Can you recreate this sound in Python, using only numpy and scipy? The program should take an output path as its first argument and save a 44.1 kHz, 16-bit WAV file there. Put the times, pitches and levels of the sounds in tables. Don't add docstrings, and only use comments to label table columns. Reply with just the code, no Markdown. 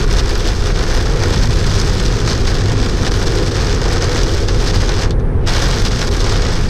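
import sys
import numpy as np
from scipy import signal
from scipy.fft import rfft, irfft, next_fast_len
from scipy.io import wavfile
from scipy.ndimage import uniform_filter1d

SR = 44100
rng = np.random.default_rng(int(sys.argv[2]) if len(sys.argv) > 2 else 0)


def convert_level_to_amplitude(level_db):
    exponent = np.asarray(level_db, float) / 20
    return 10 ** exponent


def materialize(psi):
    bounded = np.clip(np.atleast_2d(psi).T, -1, 1)
    quanta = np.round(bounded * 32767).astype(np.int16)
    wavfile.write(sys.argv[1], SR, quanta)


N = 295143
T = np.arange(N) / SR
LEAD = 4096

# [f/Hz, level/dB per Hz]
GLASS = [(1200, -28), (2200, -5), (3200, 0.5), (4200, 0.5), (5300, 0), (6200, -3), (7000, -9.5),
         (8500, -20), (11000, -43.5)]
# [f/Hz, level/dB per Hz]
ROOF = [(250, -41), (500, -4), (750, -0.5), (1000, -2.5), (1300, 0.5), (1800, -2), (2300, -6), (3500, -15)]
# [f/Hz, level/dB per Hz]
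SPRAY = [(5000, -32), (7500, 9.5), (8500, 4.5), (10000, 1.5), (12000, -5), (13800, -6), (15000, -12),
         (15700, -30)]
# [t/s, glass patter level/dB, fineness of breakup/dB, weight on roof/dB]
RAINFALL = [(0.0, -29.5, 2, 1.5), (0.5, -28.5, 0.5, -0.5), (0.9, -29, 1, 1), (1.15, -30, 1, 2.5),
            (1.4, -28, 1.5, -0.5), (1.9, -27, 0, -1), (2.3, -28.5, -1, -0.5), (2.7, -29, -2, 0),
            (3.2, -28, 0.5, 1), (3.6, -27.5, -1, 0), (3.9, -27, -2, 2), (4.4, -28, 0, -1),
            (5.0, -27.5, -1.5, -0.5), (5.55, -24.5, 1, 1), (5.85, -25.5, -1, -2), (6.1, -28.5, 2, 0),
            (6.4, -26, -3, 0), (6.69, -32, 1, 1)]
# [t/s, level/dB]
LULLS = [(0.065, -7), (0.224, -3.1), (0.544, -5.5), (0.604, -5), (0.734, -8), (1.083, -1.5), (1.487, -6.5),
         (2.23, -4.5), (2.629, -3.2), (2.754, -3.4), (2.968, -3), (3.103, -7), (3.253, -7), (3.508, -7),
         (3.801, -3.1), (3.906, -3), (4.001, -8.5), (4.465, -8.5), (4.724, -7), (4.974, -1), (5.687, -4),
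         (5.902, -6.5), (6.101, -9.5), (6.386, -4)]
# [t/s, level/dB]
GUSTS = [(0.19, 5.5), (0.494, 2.5), (0.673, 2.5), (0.798, 3), (1.337, 5.5), (1.442, 3), (1.801, 4),
         (2.306, 7.5), (2.484, 4), (2.854, 1), (3.066, 5.5), (3.228, 2.5), (3.756, -3.5), (3.931, 0),
         (4.041, 3), (4.185, 3.5), (4.674, 3.5), (4.749, 4.5), (6.021, 4), (6.146, 1), (6.291, 3),
         (6.51, 3)]


def rain():
    lull_s, gust_s = 0.008, 0.014
    roof_follow, spray_follow = 0.83, 0.77
    roof_lag_s = 0.023
    spray_db = -19
    gusts_db = swells([(s, lull_s, db) for s, db in LULLS] + [(s, gust_s, db) for s, db in GUSTS])
    s, glass_db, fine_db, weight_db = np.transpose(RAINFALL)
    clumps = convert_level_to_amplitude(1.3 * drift(52))

    on_glass = falls(800, 5.48, clumps, 0.54)
    on_roof = 1.42 * on_glass + falls(500, 7.2, clumps, 0.41)
    bursts = on_glass * convert_level_to_amplitude(1.8 * rng.standard_normal(N + LEAD))
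    glass = patter(on_glass, GLASS, 0.00045, -15, 0.059, 2400, 6500)
    roof = patter(on_roof, ROOF, 0.0037, 3.5, 0.041, 520, 1530)
    spray = patter(bursts, SPRAY, 0.00045, -8, 0.069, 8000, 14500)

    ahead_db = shelter_db(0)
    glass_gain_db = gusts_db + ahead_db
    roof_gain_db = roof_follow * gusts_db + shelter_db(roof_lag_s) + np.interp(T, s, weight_db)
    spray_gain_db = spray_db + spray_follow * gusts_db + ahead_db
    spray_gain_db = spray_gain_db + np.interp(T, s, fine_db) + 0.7 * drift(15)
    struck = convert_level_to_amplitude(glass_gain_db) * glass + convert_level_to_amplitude(roof_gain_db) * roof + convert_level_to_amplitude(spray_gain_db) * spray
    return convert_level_to_amplitude(np.interp(T, s, glass_db)) * struck


def falls(per_s, spread_db, clumps, fine):
    landed = rng.random(N + LEAD) < per_s * np.pad(clumps, (LEAD, 0), "edge") / SR
    mist = fine * (rng.random(N + LEAD) < 0.15)
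    return mist + landed * convert_level_to_amplitude(spread_db * np.minimum(rng.exponential(1, N + LEAD), 2.9))


def patter(size, surface, crack_s, tail_db, t60, lo_hz, hi_hz):
    spot = rng.integers(0, 20, len(size))
    out = np.zeros(N)
    for k, hz in enumerate(np.geomspace(lo_hz, hi_hz, 20)):
        drop = splash(surface, crack_s, tail_db, t60, hz, 0.82)
        out += signal.oaconvolve(size * (spot == k), drop)[LEAD:N + LEAD]
    return evened(out)


def splash(surface, crack_s, tail_db, t60, hz, lift):
    t = np.arange(3000) / SR
    crack = t / crack_s * np.exp(1 - t / crack_s)
    tail = convert_level_to_amplitude(tail_db - 60 * t / t60) * (1 - np.exp(-t / 0.00082))
    burst, echoes = rng.standard_normal((2, 3001))
    blow = np.diff(burst) * crack + echoes[1:] * tail
    sound = signal.oaconvolve(blow, colour(surface))[:3000]
    sound = sound + lift * resonate(sound, hz, 1370)
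    return sound / abs(sound).max()


def shelter_db(lag_s):
    bridge_in_s, dry_s, bridge_out_s = 5.035, 5.1, 5.46
    return_s, return_db, settle_s = 0.012, 1, 0.079
    after = np.maximum(T - bridge_out_s, 0)
    back = 20 * np.log10(np.clip(after / return_s, 1e-4, 1)) + return_db * np.exp(-after / settle_s)
    covered = np.maximum(T - bridge_in_s - lag_s, 0)
    covered = covered + 2.2 * np.maximum(T - dry_s - 0.5 * lag_s, 0)
    return np.where(T > bridge_out_s, back, -260 * covered)


# [t/s, peak level/dB, ring of the glass f/Hz, splash level/dB above it]
DROPS = [(0.1267, -13, 5720, -23), (0.1817, -20, 3460, -41), (0.3774, -27, 4730, -21),
         (0.4212, -30, 4440, -29), (0.4733, -11.5, 4370, -25), (1.2352, -8.5, 5600, -28),
         (1.3862, -18, 3290, -31), (1.742, -11, 5430, -32), (2.0607, -9, 5530, -30),
         (2.2752, -8.5, 5970, -27), (2.5511, -13, 5260, -35), (3.1178, -13, 4700, -24),
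         (3.2697, -10.5, 4540, -27), (3.4257, -15, 5030, -24), (3.566, -12, 5900, -25),
         (3.6698, -11, 4970, -32), (3.7474, -9, 5730, -31), (3.9285, -11, 5040, -22),
         (4.1584, -13, 5470, -28), (4.2328, -9, 5770, -26), (4.4846, -9.5, 4770, -36),
         (4.595, -21, 5030, -34), (4.629, -31, 5300, -21), (4.8917, -9.5, 5040, -35),
         (5.021, -13, 5130, -23), (5.4735, -13, 3390, -35), (5.7109, -13, 5170, -25),
         (5.8194, -18, 3530, -26), (6.1335, -25, 3530, -26), (6.357, -12.5, 3560, -35)]
# [t/s, peak level/dB, ring of the glass f/Hz, splash level/dB above it]
DRIPS = [
    (5.107, -16, 3520, -28),
    (5.194, -35, 3500, -32),
    (5.199, -31, 3200, -30),
    (5.206, -42, 4500, -30),
    (5.27, -50, 3000, -16),
]


def drops():
    out = np.zeros(N + 3000)
    for s, db, hz, spray_db in DRIPS + DROPS:
        ring = splash(GLASS, 0.0005, -13, 0.08, hz, 1.2)
        thud_db = -8 + 12 * rng.uniform(-1.1, 1)
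        thud = convert_level_to_amplitude(thud_db) * splash(ROOF, 0.0011, 8, 0.033, 1700, 0.36)
        mist = convert_level_to_amplitude(spray_db + 9) * splash(SPRAY, 0.00063, 0, 0.056, 9000, 0.3)
        out[round(s * SR):][:3000] += convert_level_to_amplitude(db - 1) * (ring + thud + mist)
    return out[:N]


# [t/s, peak level/dB]
SHATTERS = [(0.0624, -40), (0.1266, -40), (0.3775, -29), (0.4728, -32), (1.2361, -38), (2.5461, -39),
            (3.1168, -36), (3.6381, -40), (3.7469, -39), (3.928, -40), (4.2333, -40), (4.349, -37),
            (4.6304, -36), (4.6448, -29), (4.6604, -42), (4.6753, -31), (4.7501, -33), (5.0624, -41),
            (5.4779, -37), (5.6311, -34), (5.685, -32), (5.8192, -35)]


def shatters():
    out = np.zeros(N + 3000)
    for s, db in SHATTERS:
        out[round(s * SR):][:3000] += convert_level_to_amplitude(db + 4) * splash(SPRAY, 0.00018, -12, 0.03, 14500, 2.5)
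    return out[:N]


# [f/Hz, width f/Hz, level/dB]
BOOM = [(25.4, 16, -5.5), (40, 9.5, -1.5), (62, 26, -12.5)]
# [f/Hz, width f/Hz, level/dB]
HUM = [(97, 18.1, 2.5), (130.3, 28, -5), (171.2, 34.3, -8.5)]
# [f/Hz, width f/Hz, level/dB]
CAVITY = [(249.3, 28.4, 0)]
# [f/Hz, width f/Hz, level/dB]
ROAR = [(345.4, 42.6, -1), (408, 23, 0.5), (477, 64, -3)]
# [t/s, half length t/s, level/dB]
HEAVES = [(0.145, 0.068, 3), (1.202, 0.04, -1), (1.337, 0.052, 0.5), (2.205, 0.06, -4.5), (2.514, 0.043, 1),
          (2.639, 0.033, -6), (3.512, 0.12, -4), (3.981, 0.08, -2.5), (4.136, 0.04, -3.5),
          (4.385, 0.048, 2), (6.016, 0.06, -3), (6.505, 0.059, -1.5)]
# [t/s, half length t/s, level/dB]
SEAMS = [(0.454, 0.2, -3.5), (0.728, 0.025, 3.3), (0.933, 0.14, -4.5), (1.457, 0.37, 3), (1.896, 0.048, -2),
         (2.265, 0.048, 3), (2.684, 0.085, 3), (4.4, 0.036, -3), (4.774, 0.023, 5), (4.919, 0.046, -2.5),
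         (5.557, 0.36, 0.5), (6.121, 0.034, -2)]
# [t/s, half length t/s, level/dB]
RIDGES = [
    (0.484, 0.37, -1.5),
    (2.34, 0.04, 3.0),
    (2.804, 0.04, 7.5),
    (3.068, 0.063, 5),
    (4.405, 0.04, -2.5),
    (5.034, 0.051, 3.0),
    (5.932, 0.028, 0),
    (5.966, 0.2, 2),
]
# [t/s, half length t/s, level/dB]
COARSE = [
    (0.569, 0.041, -4.5),
    (1.242, 0.11, 2.4),
    (1.452, 0.04, -5.5),
    (1.716, 0.026, -4.5),
    (3.367, 0.09, 4.5),
    (4.106, 0.29, 2),
    (5.363, 0.2, -2.0),
    (5.966, 0.07, -3.5),
    (6.6, 0.036, -4.5),
]


def road():
    boom = road_part(BOOM, -14.5, HEAVES)
    hum = road_part(HUM, -19.5, SEAMS)
    cavity = road_part(CAVITY, -31.5, RIDGES)
    roar = road_part(ROAR, -25, COARSE)
    return boom + hum + cavity + roar


def road_part(modes, level_db, patches):
    size = next_fast_len(N)
    f = np.fft.rfftfreq(size, 1 / SR)
    power = sum(convert_level_to_amplitude(2 * db) / (1 + ((f - hz) / (0.97 * width)) ** 2) ** 2 for hz, width, db in modes)
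    trim_hz = 606
    shape = np.sqrt(power) / np.sqrt(1 + (f / trim_hz) ** 16)
    part = irfft(shape * rfft(rng.standard_normal(size)), size)[:N]
    slow_power = uniform_filter1d(uniform_filter1d(part ** 2, 3500), 3500)
    return convert_level_to_amplitude(level_db + swells(patches)) * evened(part / slow_power ** 0.25)


# [f/Hz, level/dB per Hz]
HISS = [(300, -12), (600, 0), (1000, -4), (1700, -9), (2000, -13), (2400, -20), (3500, -30), (5500, -33),
        (6300, -36), (7300, -42), (8200, -36), (9400, -32), (10600, -38), (11500, -47), (14000, -60)]
# [t/s, level/dB]
HISS_LEVEL = [
    (0, -38.5),
    (5.1, -34.5),
    (5.25, -34),
    (5.45, -35),
    (6.69, -37.5),
]


def wind_hiss():
    return hiss(HISS, HISS_LEVEL, 0.49)


# [f/Hz, level/dB per Hz]
FAR_RAIN = [(1200, -20), (2000, -3), (2600, 0), (3400, -4), (4500, -11), (6000, -15), (7500, -30)]
# [t/s, level/dB]
CURTAIN = [
    (5.13, -58),
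    (5.22, -56),
    (5.32, -57),
    (5.4, -53),
    (5.46, -40),
    (5.5, -66),
]


def far_rain():
    return hiss(FAR_RAIN, CURTAIN, 1.4)


def hiss(shape, level, swell_db):
    s, db = np.transpose(level)
    noise = rng.standard_normal(N + LEAD)
    air = evened(signal.oaconvolve(noise, colour(shape))[LEAD:N + LEAD])
    return convert_level_to_amplitude(np.interp(T, s, db) + swell_db * drift(30)) * air


def evened(x):
    return x / np.sqrt(np.mean(x ** 2) + 1e-20)


def colour(points, size=1024):
    hz, db = np.transpose(points)
    f = abs(np.fft.fftfreq(size, 1 / SR))
    log_gain = np.log(convert_level_to_amplitude(np.interp(np.log(f + 1), np.log(hz), db, left=-70, right=-70)))
    return np.fft.ifft(np.exp(log_gain - 1j * signal.hilbert(log_gain).imag)).real[:size // 2]


def resonate(x, hz, width):
    turn = np.exp(2j * np.pi * hz * np.arange(len(x)) / SR)
    r = np.exp(-np.pi * width / SR)
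    return 2 * (turn * signal.lfilter([1 - r], [1, -r], x / turn)).real


def drift(rate):
    knots = rng.standard_normal(400)
    return evened(np.interp(T * rate, np.arange(400), knots))


def swells(rows):
    t = T[::32]
    bells = sum(db * np.exp(-0.5 * ((t - s) / abs(half_s)) ** 2) for s, half_s, db in rows)
    return np.interp(T, t, bells)


def scene():
    return (rain() + drops() + shatters() + road() + wind_hiss() + far_rain())[None]


def band_limit(x):
    return signal.sosfilt(signal.butter(12, 15710, fs=SR, output="sos"), x)


def record(dry):
    power_db = 10 * np.log10(abs(uniform_filter1d(dry[0] ** 2, 1500)) + 1e-12)
    held = dry * convert_level_to_amplitude(-0.25 * np.maximum(power_db + 10.5, 0) + 0.86)
    limited = 1.243 * np.tanh(held / 1.294)
    top_cut = signal.firwin(255, 15350, window=("kaiser", 8), fs=SR)[None]
    mix = signal.oaconvolve(limited, top_cut, "same")
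    return band_limit(mix)


dry = scene()
out = record(dry)
materialize(out)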